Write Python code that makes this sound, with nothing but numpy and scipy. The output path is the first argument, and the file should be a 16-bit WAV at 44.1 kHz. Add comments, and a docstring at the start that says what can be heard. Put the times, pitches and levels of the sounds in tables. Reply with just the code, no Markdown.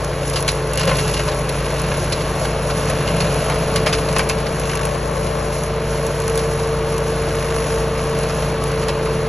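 """A bank of rough grass, some way off: a ride-on slasher mows, its V-twin governed near full speed.
The exhaust drones; the belt-driven blade hums and booms in its steel deck. Cut stalks hiss and
crackle, sticks snap and clatter, clumps ring the deck, and the blade chops through woody stems.
In thick growth the engine sags a little. The echo off the slope cancels a shifting low band."""
import sys
import numpy as np
from scipy import signal
from scipy.fft import rfft, irfft
from scipy.io import wavfile
from scipy.ndimage import uniform_filter1d

SR = 44100
rng = np.random.default_rng(int(sys.argv[2]) if len(sys.argv) > 2 else 0)


def log_audio(samples):
    """Write samples as a 16-bit WAV file to the path given in sys.argv[1]."""
    # one column per channel
    frames = np.atleast_2d(samples).T
    # limit to full scale, then quantise
    limited = np.clip(frames, -1, 1)
    pcm = np.round(limited * 32767).astype(np.int16)
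    wavfile.write(sys.argv[1], SR, pcm)


N = 409248
TIME_S = np.arange(N) / SR
FREQS_HZ = np.maximum(np.arange(N // 2 + 1) * SR / N, 1)

# Engine speed. Each row: time in seconds, four-stroke cycles per second.
CYCLE_RATE_HZ = [(0, 27.75), (.8, 27.42), (1.17, 26.8), (1.7, 27.98), (2.2, 27.73), (3.15, 27.66),
                 (3.45, 27.39), (3.85, 27.75), (4.3, 27.74), (4.55, 28.0), (5.3, 27.76), (5.75, 28.0),
                 (6.4, 28.12), (7.0, 28.04), (7.55, 28.19), (8.4, 27.92), (9.28, 27.72)]
# Grass load on the blade. Each row: time in seconds, load in dB over ordinary mowing.
LOAD_DB = [(0, -3), (.7, -1), (.9, 4), (1.4, -1), (1.9, 1), (2.65, 0), (3.2, 3.5), (3.55, 2), (4.2, 0),
           (4.45, -2), (4.75, -2), (5.1, -3), (7.2, -1.5), (7.55, -1.5), (8.3, -1), (9.28, -1.5)]
# Harmonics. Each row: multiple of the cycle or turning rate, base level in dB.
ENGINE_HARMONICS = [(2, -28), (3, -37.5), (4, -46), (5, -27.5), (6, -32.5), (7, -50), (8, -37), (10, -41.5),
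                    (11, -52.5), (13, -41), (14, -63), (17, -52), (18, -51), (19, -64), (20, -47),
                    (21, -70), (23, -39), (24, -54.5), (32, -43), (36, -75), (38, -44), (39, -49),
                    (48, -59)]
BLADE_HARMONICS = [(1, -43.5), (2, -36), (3, -42), (4, -42.5), (6, -45.5), (12, -53), (21, -59), (22, -42)]
# Level curves. Each row: time in seconds, base level in dB.
WHINE_DB = [(0, -35), (1.24, -28.5), (1.8, -33), (3, -30.5), (3.82, -26.5), (4.21, -26.5), (4.52, -30),
            (5.3, -30.5), (5.8, -27), (6.5, -24.5), (8.7, -26), (9.28, -23.5)]  # engine's singing tone
RUSH_DB = [(0, -27), (1.9, -26), (2.5, -26.5), (3.5, -25), (4.4, -25), (9.28, -25)]  # exhaust and cooling air
BOOM_DB = [(0, -38), (.76, -38), (.88, -22.5), (1.05, -29), (1.18, -25), (1.45, -35), (2.55, -38),
           (2.88, -27), (3.0, -28.5), (3.27, -23), (3.5, -27), (3.75, -30), (4.25, -27.5), (4.45, -38),
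           (8.4, -40), (9.28, -27.5)]  # deck filling with grass
HISS_DB = [(0.0, -39.5), (0.33, -37), (0.77, -39), (0.95, -32.5), (1.32, -37), (2.4, -36.5), (3.41, -33.5),
           (3.77, -37), (3.98, -35), (4.83, -37), (5.06, -38), (6.12, -38), (6.25, -35.5), (6.74, -37),
           (7.49, -36.5), (9.28, -39)]  # cut grass
# Air resonance under the deck. Each row: time in seconds, centre in Hz, level in dB.
DECK_CAVITY = [(0, 540, -30), (.78, 536, -37), (.88, 525, -24), (1.0, 547, -38), (2.1, 590, -36),
               (2.5, 600, -28), (2.85, 590, -33), (3.2, 586, -28.5), (3.45, 570, -26.5), (3.65, 570, -27.5),
               (4.1, 557, -32), (4.4, 569, -38), (9.28, 560, -39)]
# Steel deck modes. Each row: frequency in Hz, width in Hz, relative gain in dB.
STEEL_MODES = [(560, 240, 7), (1043, 45, 0), (1467, 30, -7.5), (2110, 79, -1.5), (2290, 65, -20)]

# Noise colours. Each row: frequency in Hz, relative density in dB.
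RUMBLE_SPECTRUM = [(15, -3), (28, 7), (42, -9), (70, 26), (110, 15), (200, 25), (260, 3), (400, -65.5)]  # stirred air
RUSH_SPECTRUM = [(150, -7.5), (250, -7), (350, -0.5), (430, -1), (510, 4), (630, -0.5), (740, -5.5),
                 (900, -4.5), (1100, -5.5), (1350, -9), (1800, -13), (3000, -20), (8000, -57)]
THRASH_SPECTRUM = [(400, 6), (900, -3), (1550, 7.5), (1800, 2.5), (2400, 3), (2850, -3), (3150, -0.5),
                   (3650, -1.5), (4450, 1), (5500, -7.5), (11000, -59)]  # stalks in the deck
HISS_SPECTRUM = [(1500, -45), (3500, -20), (4500, -1), (5900, 4), (7000, 2), (8500, -7.5), (9500, 4),
                 (10500, 11.5), (11100, 7), (11700, -18), (13000, -108)]
FRACTURE_SPECTRUM = [(1500, -26), (3500, -26), (6000, 22.5), (8500, 20), (10500, 34.5), (12000, 10)]  # a stick's first tick
CRACK_SPECTRUM = [(900, -20), (2000, 8), (2800, 7.5), (3400, 6.5), (4400, 11.5), (6000, 6), (7500, 1),
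                  (8800, 5), (10500, 10), (12500, -47)]
KNOCK_SPECTRUM = [(250, -21), (550, -2.5), (780, -1), (1050, 2.5), (1600, 3.5), (2200, 0.5), (3200, -1.5),
                  (6000, -41)]
BITE_SPECTRUM = [(700, -22), (1500, 13), (2800, 6.5), (4400, 1), (6500, 2), (8500, -6), (10800, 8.5),
                 (12000, -20)]
STALK_SPECTRUM = [(1500, -5), (3000, -9), (5500, 0.5), (7500, -1), (9000, 4), (10800, 11.5), (12000, -16)]

# Dry stalks parting. Each row: start in seconds, base level in dB.
DRY_STALKS = [(0.045, -20.5), (.278, -27), (0.298, -20), (.404, -23), (.425, -20), (.517, -21), (.756, -22),
              (0.854, -23), (.969, -19), (.997, -25), (1.098, -25), (1.345, -27), (1.797, -23),
              (1.816, -24), (4.127, -23), (4.184, -14), (4.29, -19), (4.597, -21.5), (4.754, -20),
              (4.852, -20), (5.635, -20), (6.065, -20), (6.201, -24), (6.219, -27), (6.279, -20),
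              (6.297, -25), (6.355, -22), (6.98, -21.5), (7.352, -26), (8.187, -26), (8.235, -23),
              (8.638, -22)]
# Louder sticks. Each row: start in seconds, base level in dB, tumbling time in seconds,
# knock offset in dB, tick offset in dB, strongest ring in Hz, ring gain in dB.
STICK_HITS = [(0.334, -18.5, .003, -13, -12, 2850, 9), (.358, -12.5, 0.011, -8, -22, 2800, 8),
              (.478, -7.5, 0.0085, -9, -20, 4050, -1), (0.734, -20, .003, -20, -6, 2820, 13),
              (.774, -14.5, .003, -20, -9, 2860, 10), (.795, -18.5, .005, -1, -5, 2830, 8),
              (.809, -18.5, .006, -1, -14, 2830, 5), (.832, -19, .004, 1, -10, 2800, 14),
              (.873, -16, 0.0088, 1.5, -14, 2930, 6), (.892, -18.5, .004, 3, -14, 2830, 8),
              (.912, -26, 0.0052, 10.5, -20, 2850, 4), (.9547, -21, .004, -14, -14, 2830, 5),
              (.984, -16, 0.012, -3, -10, 2830, 0), (1.0784, -18, .005, -10, -12, 2820, 8),
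              (1.1368, -14.5, .005, -18, -24, 2820, 2), (1.1653, -20.5, .012, -11, -23, 2820, 15),
              (1.192, -22, .004, 5, -22, 2800, 12), (1.279, -17.5, .0087, -2, -20, 3950, 1),
              (1.491, -18.5, 0.0033, -10, -8, 2730, 6), (1.915, -26, 0.0055, 10.5, -18, 2820, 8),
              (2.122, -12, 0.0049, -11, -30, 4030, 5), (2.898, -20, .005, 3, -5, 2520, 2),
              (3.072, -20.5, 0.0092, -6, -20, 2890, 17), (3.2027, -14, .006, -5, -19, 4400, 7),
              (3.498, -24, .0046, 8, -8, 2620, 4), (3.7588, -12, .003, -2.5, -9, 6500, -4),
              (3.861, -13, 0.015, 2.5, -21, 2260, 6), (3.926, -9.5, 0.0057, -4, -24, 3530, 2),
              (3.984, -23, .004, -1, -14, 3400, 0), (4.086, -19, .0044, -4, -16, 2840, 8),
              (4.162, -15.5, 0.0036, 3.5, -22, 2580, 10), (4.191, -15, .005, 5, -14, 2290, 16),
              (4.296, -12.5, 0.0017, 0, -9, 2650, 16), (4.694, -20.5, .002, 4, -9, 3000, 5),
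              (4.715, -27, 0.0023, 6, -12, 2940, 4), (4.943, -23.5, .004, -1, -16, 2830, 5),
              (6.3751, -19.5, .0035, -5, -1, 2680, -1), (6.39, -23, .005, -5, -12, 2800, 0),
              (8.883, -17, 0.0096, 1, -11, 2590, -5)]
# Heavy clumps. Each row: start in seconds, lowest ring in Hz, its peak in dB, upper rings' base in dB.
CLUMP_HITS = [(.874, 525, -13.5, -31), (.912, 538, -14, -14), (1.283, 604, -15, -22),
              (3.864, 625, -15, -22), (4.193, 615, -26, -19.5), (8.886, 534, -24, -27)]
# Woody stems. Each row: start in seconds, length in seconds, base level in dB.
WOODY_STEMS = [(0.053, 0.6, -26.5), (1.446, 0.45, -24.5), (2.697, 0.41, -24), (4.575, 0.36, -20),
               (6.139, 0.27, -27), (7.208, 0.59, -24), (7.754, 0.89, -31)]

# Notch from the slope's echo. Each row: time in seconds, centre in Hz, depth from 0 to 1.
SLOPE_NOTCH = [(0, 213, 1), (.8, 223, 0.56), (1.4, 214, .4), (2.4, 228, 0.3), (2.9, 390, 0.4),
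               (3.5, 365, 0.5), (4.2, 319, 0.17), (6.3, 242, 0.6), (8, 295, 0.26), (9.28, 308, 0.4)]
# Port balance. Each row: frequency in Hz, left minus right in dB.
PORT_BALANCE_DB = [(250, 0), (455, .7), (560, 2.9), (800, 3.3), (1150, 4.0), (1400, 1.8), (1650, 0),
                   (12000, 0)]
# Port phase. Each row: frequency in Hz, left lead in radians.
PORT_LEAD_RAD = [(2200, 0), (2800, .45), (3500, .3), (4100, .72), (4550, 1.7), (4870, 3.14), (5250, 5.7),
                 (5550, 6.28), (6550, 6.3), (7400, 7.5), (7750, 8.0), (8100, 9.3), (9600, 9.45),
                 (10900, 11), (11200, 11.55), (11600, 11.9), (12000, 11.2)]
# Phase flutter and scatter. Each row: frequency in Hz, base depth in dB against the steady sound.
PORT_FLUTTER_DB = [(60, -42), (200, -31), (420, -24), (900, -24), (1900, -28), (2800, -16), (3600, -17),
                   (4500, -14), (4870, -26), (5200, -15), (5900, -28), (7400, -14), (8800, -32),
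                   (10500, -17)]
# Midrange swing. Each row: time in seconds, extra left minus right in dB.
SWING_DB = [(0, 0), (3.9, -0.5), (4.4, 3.5), (4.6, 3), (4.9, 6), (5.4, 6.5), (5.65, -0.5), (6.3, -1),
            (6.8, 0), (9.28, -1)]
# Band that swings. Each row: frequency in Hz, share from 0 to 1.
SWING_BAND = [(460, 0), (620, 1), (850, 0.82), (1200, 0.77), (1400, 0.3), (1550, 0)]

BELT_RATIO = 1.832  # blade turns per engine cycle
DECK_RING_HZ = 2740  # steel under flying debris


def from_db(db):
    """Decibels to gain."""
    return 10 ** (np.asarray(db) / 20)


def unit_rms(x):
    """Scale to rms 1."""
    return x / np.sqrt(np.mean(x ** 2) + 1e-20)


def over_time(rows):
    """A curve's value columns at every sample."""
    times_s, *columns = np.transpose(rows)
    return [np.interp(TIME_S, times_s, column) for column in columns]


def over_hz(rows):
    """A table's value at every FFT bin."""
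    hz, value = np.transpose(rows)
    return np.interp(np.log(FREQS_HZ), np.log(hz), value)


def coloured(x, spectrum):
    """Apply a spectrum; white input keeps its power."""
    return irfft(rfft(x) * unit_rms(from_db(over_hz(spectrum))), N)


def white():
    """White noise, rms 1."""
    return rng.standard_normal(N)


def drift(rate_hz, step=40):
    """Smooth random wander, rms 1."""
    r = np.exp(-2 * np.pi * step * rate_hz / SR)
    noise = rng.standard_normal(N // step + 2002)
    slow = signal.lfilter([1], [1, -2 * r, r * r], noise)[2000:]
    return np.interp(np.arange(N) / step, np.arange(len(slow)), unit_rms(slow))


def resonator(hz, width_hz):
    """Two-pole band-pass coefficients, peak gain 1."""
    r = np.exp(-np.pi * width_hz / SR)
    return np.array([1, 0, -1]) * (1 - r * r) / 2, [1, -2 * r * np.cos(2 * np.pi * hz / SR), r * r]


def resonate(x, hz, width_hz):
    """Steady resonance."""
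    return signal.lfilter(*resonator(hz, width_hz), x)


def moving_resonance(x, hz, width_hz, block=512):
    """Resonance centred on the curve hz."""
    band, state = np.zeros(N), np.zeros(2)
    for i in range(0, N, block):
        band[i:i + block], state = signal.lfilter(*resonator(hz[i], width_hz), x[i:i + block], zi=state)
    return band


def evened(x, window=6000):
    """Level slow swells, keep the quick throb; rms 1."""
    return x / np.sqrt(uniform_filter1d(x ** 2, window) + 1e-20)


def puffs(turns, duty):
    """One smooth swell per turn, about duty turns long."""
    return np.exp(-(np.sin(np.pi * turns) / (np.pi * duty)) ** 2)


def tones(turns, harmonics, waver_db, jitter_turns):
    """Harmonics of a rotation with wavering levels and shared timing jitter."""
    turns = turns + jitter_turns * drift(9.6)
    out = np.zeros(N)
    for order, db in harmonics:
        amplitude = np.sqrt(2) * from_db(db + waver_db * drift(3.7))
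        out += amplitude * np.sin(2 * np.pi * (order * turns + rng.random()))
    return out


def blow(start_s, rise_s, t60_s, hold_s=0):
    """Sample span and envelope of an impact: rise, hold, decay."""
    start = int(start_s * SR)
    age_s = TIME_S[:min(SR // 2, N - start)]
    rise = 1 - np.exp(-age_s / rise_s)
    decay = from_db(-60 * np.maximum(age_s - hold_s, 0) / t60_s)
    return slice(start, start + len(age_s)), rise * decay


def snaps(per_s, spread_db):
    """Random snapping impulses, a few much louder; rms 1."""
    sizes = from_db(spread_db * np.minimum(rng.exponential(1, N), 4)) * rng.choice([-1, 1], N)
    return unit_rms(sizes * (rng.random(N) < per_s / SR))


def slope_echo(x):
    """The echo off the slope cancels a low band that shifts as the mower drives on."""
    hz, depth = over_time(SLOPE_NOTCH)
    return x - depth * moving_resonance(x, hz, width_hz=60)


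def stereo_ports(x, flutter_hz=60, sway_db=-3, scatter_db=-2):
    """Two microphone ports: steady level difference, fluttering phase, faint scatter off foliage."""
    half_balance = from_db(over_hz(PORT_BALANCE_DB) / 2)
    flutter = from_db(over_hz(PORT_FLUTTER_DB))
    _, fade = blow(0, rise_s=0.0027, t60_s=0.048)
    echoes = rng.standard_normal((2, len(fade))) * fade / np.sqrt(np.sum(fade ** 2))
    response = np.array([half_balance, np.exp(-1j * over_hz(PORT_LEAD_RAD)) / half_balance])
    ports = rfft(x) * response / np.sqrt(1 + flutter ** 2)
    ports *= 1 + from_db(scatter_db) * flutter * rfft(echoes, N)
    # a quadrature share advances one port and delays the other
    sway = from_db(sway_db) * unit_rms(np.tanh(2 * drift(flutter_hz))) * np.array([[1], [-1]])
    return irfft(ports, N) + sway * irfft(1j * flutter * ports, N)


def swing_left(ports, left_share=0.44, lag_rad_per_db=0.11):
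    """For a while the midrange grows on the left, fades and lags on the right."""
    swing_db, = over_time(SWING_DB)
    band = signal.hilbert(irfft(rfft(ports) * over_hz(SWING_BAND), N))
    left = from_db(left_share * swing_db)
    right = from_db((left_share - 1) * swing_db) * np.exp(-1j * lag_rad_per_db * swing_db)
    return ports + np.real(band * (np.array([left, right]) - 1))


def stalk_ticks(gain_db=1.5):
    """Each dry stalk parts in one short, bright burst."""
    envelope = np.zeros(N)
    for start_s, db in DRY_STALKS:
        span, fade = blow(start_s, rise_s=0.00018, t60_s=0.02, hold_s=0.001)
        envelope[span] += fade * from_db(db + gain_db)
    return coloured(white() * envelope, STALK_SPECTRUM)


def stems(bites_per_s=50.8, spread_db=0.5, ring_db=2, gain_db=1):
    """A woody stem feeds in, one bite per blade turn: a dry rattle that swells and fades."""
    envelope = np.zeros(N)
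    for start_s, length_s, db in WOODY_STEMS:
        for age_s in np.arange(0, length_s, 1 / bites_per_s):
            span, fade = blow(start_s + age_s, rise_s=0.00063, t60_s=0.028)
            feed = np.sqrt(np.sin(np.pi * age_s / length_s))
            envelope[span] += fade * feed * from_db(db + gain_db + spread_db * rng.standard_normal())
    bites = white() * envelope
    ring = from_db(ring_db) * resonate(bites, DECK_RING_HZ, width_hz=77)
    return coloured(bites + ring, BITE_SPECTRUM)


def clumps(soft_hz=1250):
    """Clumps ring the deck; packed grass shifts the lowest mode and damps those above soft_hz."""
    out = np.zeros(N)
    for start_s, lowest_hz, lowest_db, upper_db in CLUMP_HITS:
        upper_modes = [(hz, upper_db + db) for hz, _, db in STEEL_MODES[1:]]
        for hz, db in [(lowest_hz, lowest_db)] + upper_modes:
            rolloff = min(1, soft_hz / hz)
            span, fade = blow(start_s, rise_s=0.0018, t60_s=0.12 * rolloff ** 2)
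            ring = np.sin(2 * np.pi * (hz * TIME_S[span] + rng.random()))
            out[span] += rolloff * from_db(db) * fade * ring
    return out


def twig_hits(load_db, per_s=5.4, tumble_s=0.01, knock_db=1.5, tick_db=-11, ring_db=5):
    """Small twigs met at random, more under load; rows as in STICK_HITS."""
    hits = np.flatnonzero(rng.random(N) < per_s * from_db(1.3 * load_db) / SR)
    level_db = -28.5 + 2.5 * rng.uniform(-0.55, 1, N)
    ring_hz = rng.uniform(2300, 6680, N)
    return [(TIME_S[i], level_db[i], tumble_s, knock_db, tick_db, ring_hz[i], ring_db) for i in hits]


def sticks(load_db, tick_gain_db=7.5, crack_gain_db=-8, knock_gain_db=-10):
    """A stick breaks with a tick; its pieces crack and knock round the deck, bigger ones longer."""
    ticks, cracks, knocks = np.zeros((3, N))
    splinters = unit_rms(white() + 1.3 * snaps(per_s=1800, spread_db=2.5))
    pieces, fracture = white(), white()
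    mean_db = np.mean([row[1] for row in STICK_HITS])
    hits = list(STICK_HITS) + twig_hits(load_db)
    for start_s, db, tumble_s, knock_db, tick_db, ring_hz, ring_db in hits:
        clatter_t60_s = 0.083 * from_db(0.19 * (db - mean_db))
        span, fade = blow(start_s, rise_s=0.0004, t60_s=clatter_t60_s, hold_s=tumble_s)
        _, snap = blow(start_s, rise_s=0.00005, t60_s=0.026)
        clatter = splinters[span] * fade * from_db(db)
        side_rings = sum(resonate(clatter, hz, width_hz=59) for hz in rng.uniform(2700, 7070, size=5))
        main_ring = from_db(ring_db) * resonate(clatter, ring_hz, width_hz=90)
        ticks[span] += fracture[span] * snap * from_db(db + tick_db)
        cracks[span] += clatter + 0.2 * side_rings + main_ring
        knocks[span] += pieces[span] * fade * from_db(db + knock_db)
    knocks += sum(from_db(db) * resonate(knocks, hz, width_hz) for hz, width_hz, db in STEEL_MODES)
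    return (from_db(tick_gain_db) * coloured(ticks, FRACTURE_SPECTRUM)
            + from_db(crack_gain_db) * coloured(cracks, CRACK_SPECTRUM)
            + from_db(knock_gain_db) * coloured(knocks, KNOCK_SPECTRUM))


def cutting(blade_turns, load_db, snap_share=0.56, rasp_db=-45, thrash_db=-33, hiss_gain_db=2.5):
    """Grass is cut in tufts, pulsing at each blade sweep; flung stalks make the steel rasp."""
    hiss_db, = over_time(HISS_DB)
    sweep, tufts = puffs(blade_turns, duty=0.27), drift(8.7)
    stalks = unit_rms((white() + snap_share * snaps(per_s=900, spread_db=1.5)) * (1 + 0.14 * sweep))
    grass = unit_rms((white() + snap_share * snaps(per_s=1100, spread_db=4.5)) * (1 + 0.47 * sweep))
    rasp = unit_rms(resonate(stalks, DECK_RING_HZ, width_hz=260)) * from_db(rasp_db + 1.9 * load_db)
    thrash = coloured(stalks * from_db(thrash_db + 0.76 * load_db + 0.24 * tufts), THRASH_SPECTRUM)
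    hiss = coloured(grass * from_db(hiss_db + hiss_gain_db + 1.82 * tufts), HISS_SPECTRUM)
    return rasp + thrash + hiss


def deck(blade_turns, load_db, rumble_db=-40, cavity_width_hz=190):
    """The blade hums; grass makes the deck boom and roar hollowly over a rumble of stirred air."""
    boom_db, = over_time(BOOM_DB)
    cavity_hz, cavity_db = over_time(DECK_CAVITY)
    hum = tones(blade_turns, BLADE_HARMONICS, waver_db=3.4, jitter_turns=0.014) * from_db(0.45 * load_db)
    boom = evened(resonate(resonate(white(), hz=160, width_hz=19), hz=148, width_hz=65))
    cavity = moving_resonance(white(), cavity_hz, cavity_width_hz)
    cavity = evened(moving_resonance(cavity, cavity_hz, cavity_width_hz))
    rumble = from_db(rumble_db + 0.42 * load_db) * coloured(white(), RUMBLE_SPECTRUM)
    return hum + from_db(boom_db) * boom + from_db(cavity_db) * cavity + rumble


def wheel_drive(hz=584, level_db=-36):
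    """Unsteady gear whine."""
    whine = np.sqrt(2) * np.sin(2 * np.pi * hz * TIME_S + 0.7 * drift(2))
    return from_db(level_db + 0.37 * drift(11)) * whine


def air_rush(cycles, blade_turns, load_db, firing_gap_cycles=5 / 8):
    """Exhaust gas and fanned air swell at each uneven firing of the right-angle V and each blade turn."""
    rush_db, = over_time(RUSH_DB)
    firings = puffs(cycles, duty=0.08) + puffs(cycles - firing_gap_cycles, duty=0.08)
    swell = 1 + 0.33 * firings + 0.25 * puffs(blade_turns, duty=0.2)
    return from_db(rush_db + 0.35 * load_db) * coloured(white() * unit_rms(swell), RUSH_SPECTRUM)


def engine(cycles, load_db):
    """Exhaust and crankcase drone, swelling as the governor opens; a whine at 8 times crank speed."""
    whine_db, = over_time(WHINE_DB)
    drone = tones(cycles, ENGINE_HARMONICS, waver_db=0.68, jitter_turns=0.00036)
    whine = np.sqrt(2) * np.sin(2 * np.pi * 16 * cycles + 0.06 * drift(10))
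    return from_db(0.17 * load_db) * drone + from_db(whine_db + 1.9 * drift(19)) * whine


def scene():
    """The engine turns the blade through a slightly slipping belt; machine and cutting mix to stereo."""
    cycle_hz, = over_time(CYCLE_RATE_HZ)
    load_db, = over_time(LOAD_DB)
    cycles = np.cumsum(cycle_hz) / SR
    slip_turns = 0.0713 * drift(0.712)
    blade_turns = BELT_RATIO * cycles + slip_turns
    machine = engine(cycles, load_db) + wheel_drive()
    machine += air_rush(cycles, blade_turns, load_db) + deck(blade_turns, load_db)
    growth = cutting(blade_turns, load_db) + sticks(load_db) + clumps() + stalk_ticks() + stems()
    return swing_left(stereo_ports(slope_echo(machine) + growth))


def record(dry, ceiling=0.9, cutoff_hz=12200):
    """Soft peak limit, then a steep low-pass."""
    rounded = dry / (1 + (dry / ceiling) ** 8) ** (1 / 8)
    return signal.sosfilt(signal.ellip(12, 0.1, 100, cutoff_hz, fs=SR, output="sos"), rounded)


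dry = scene()
out = record(dry)
log_audio(out)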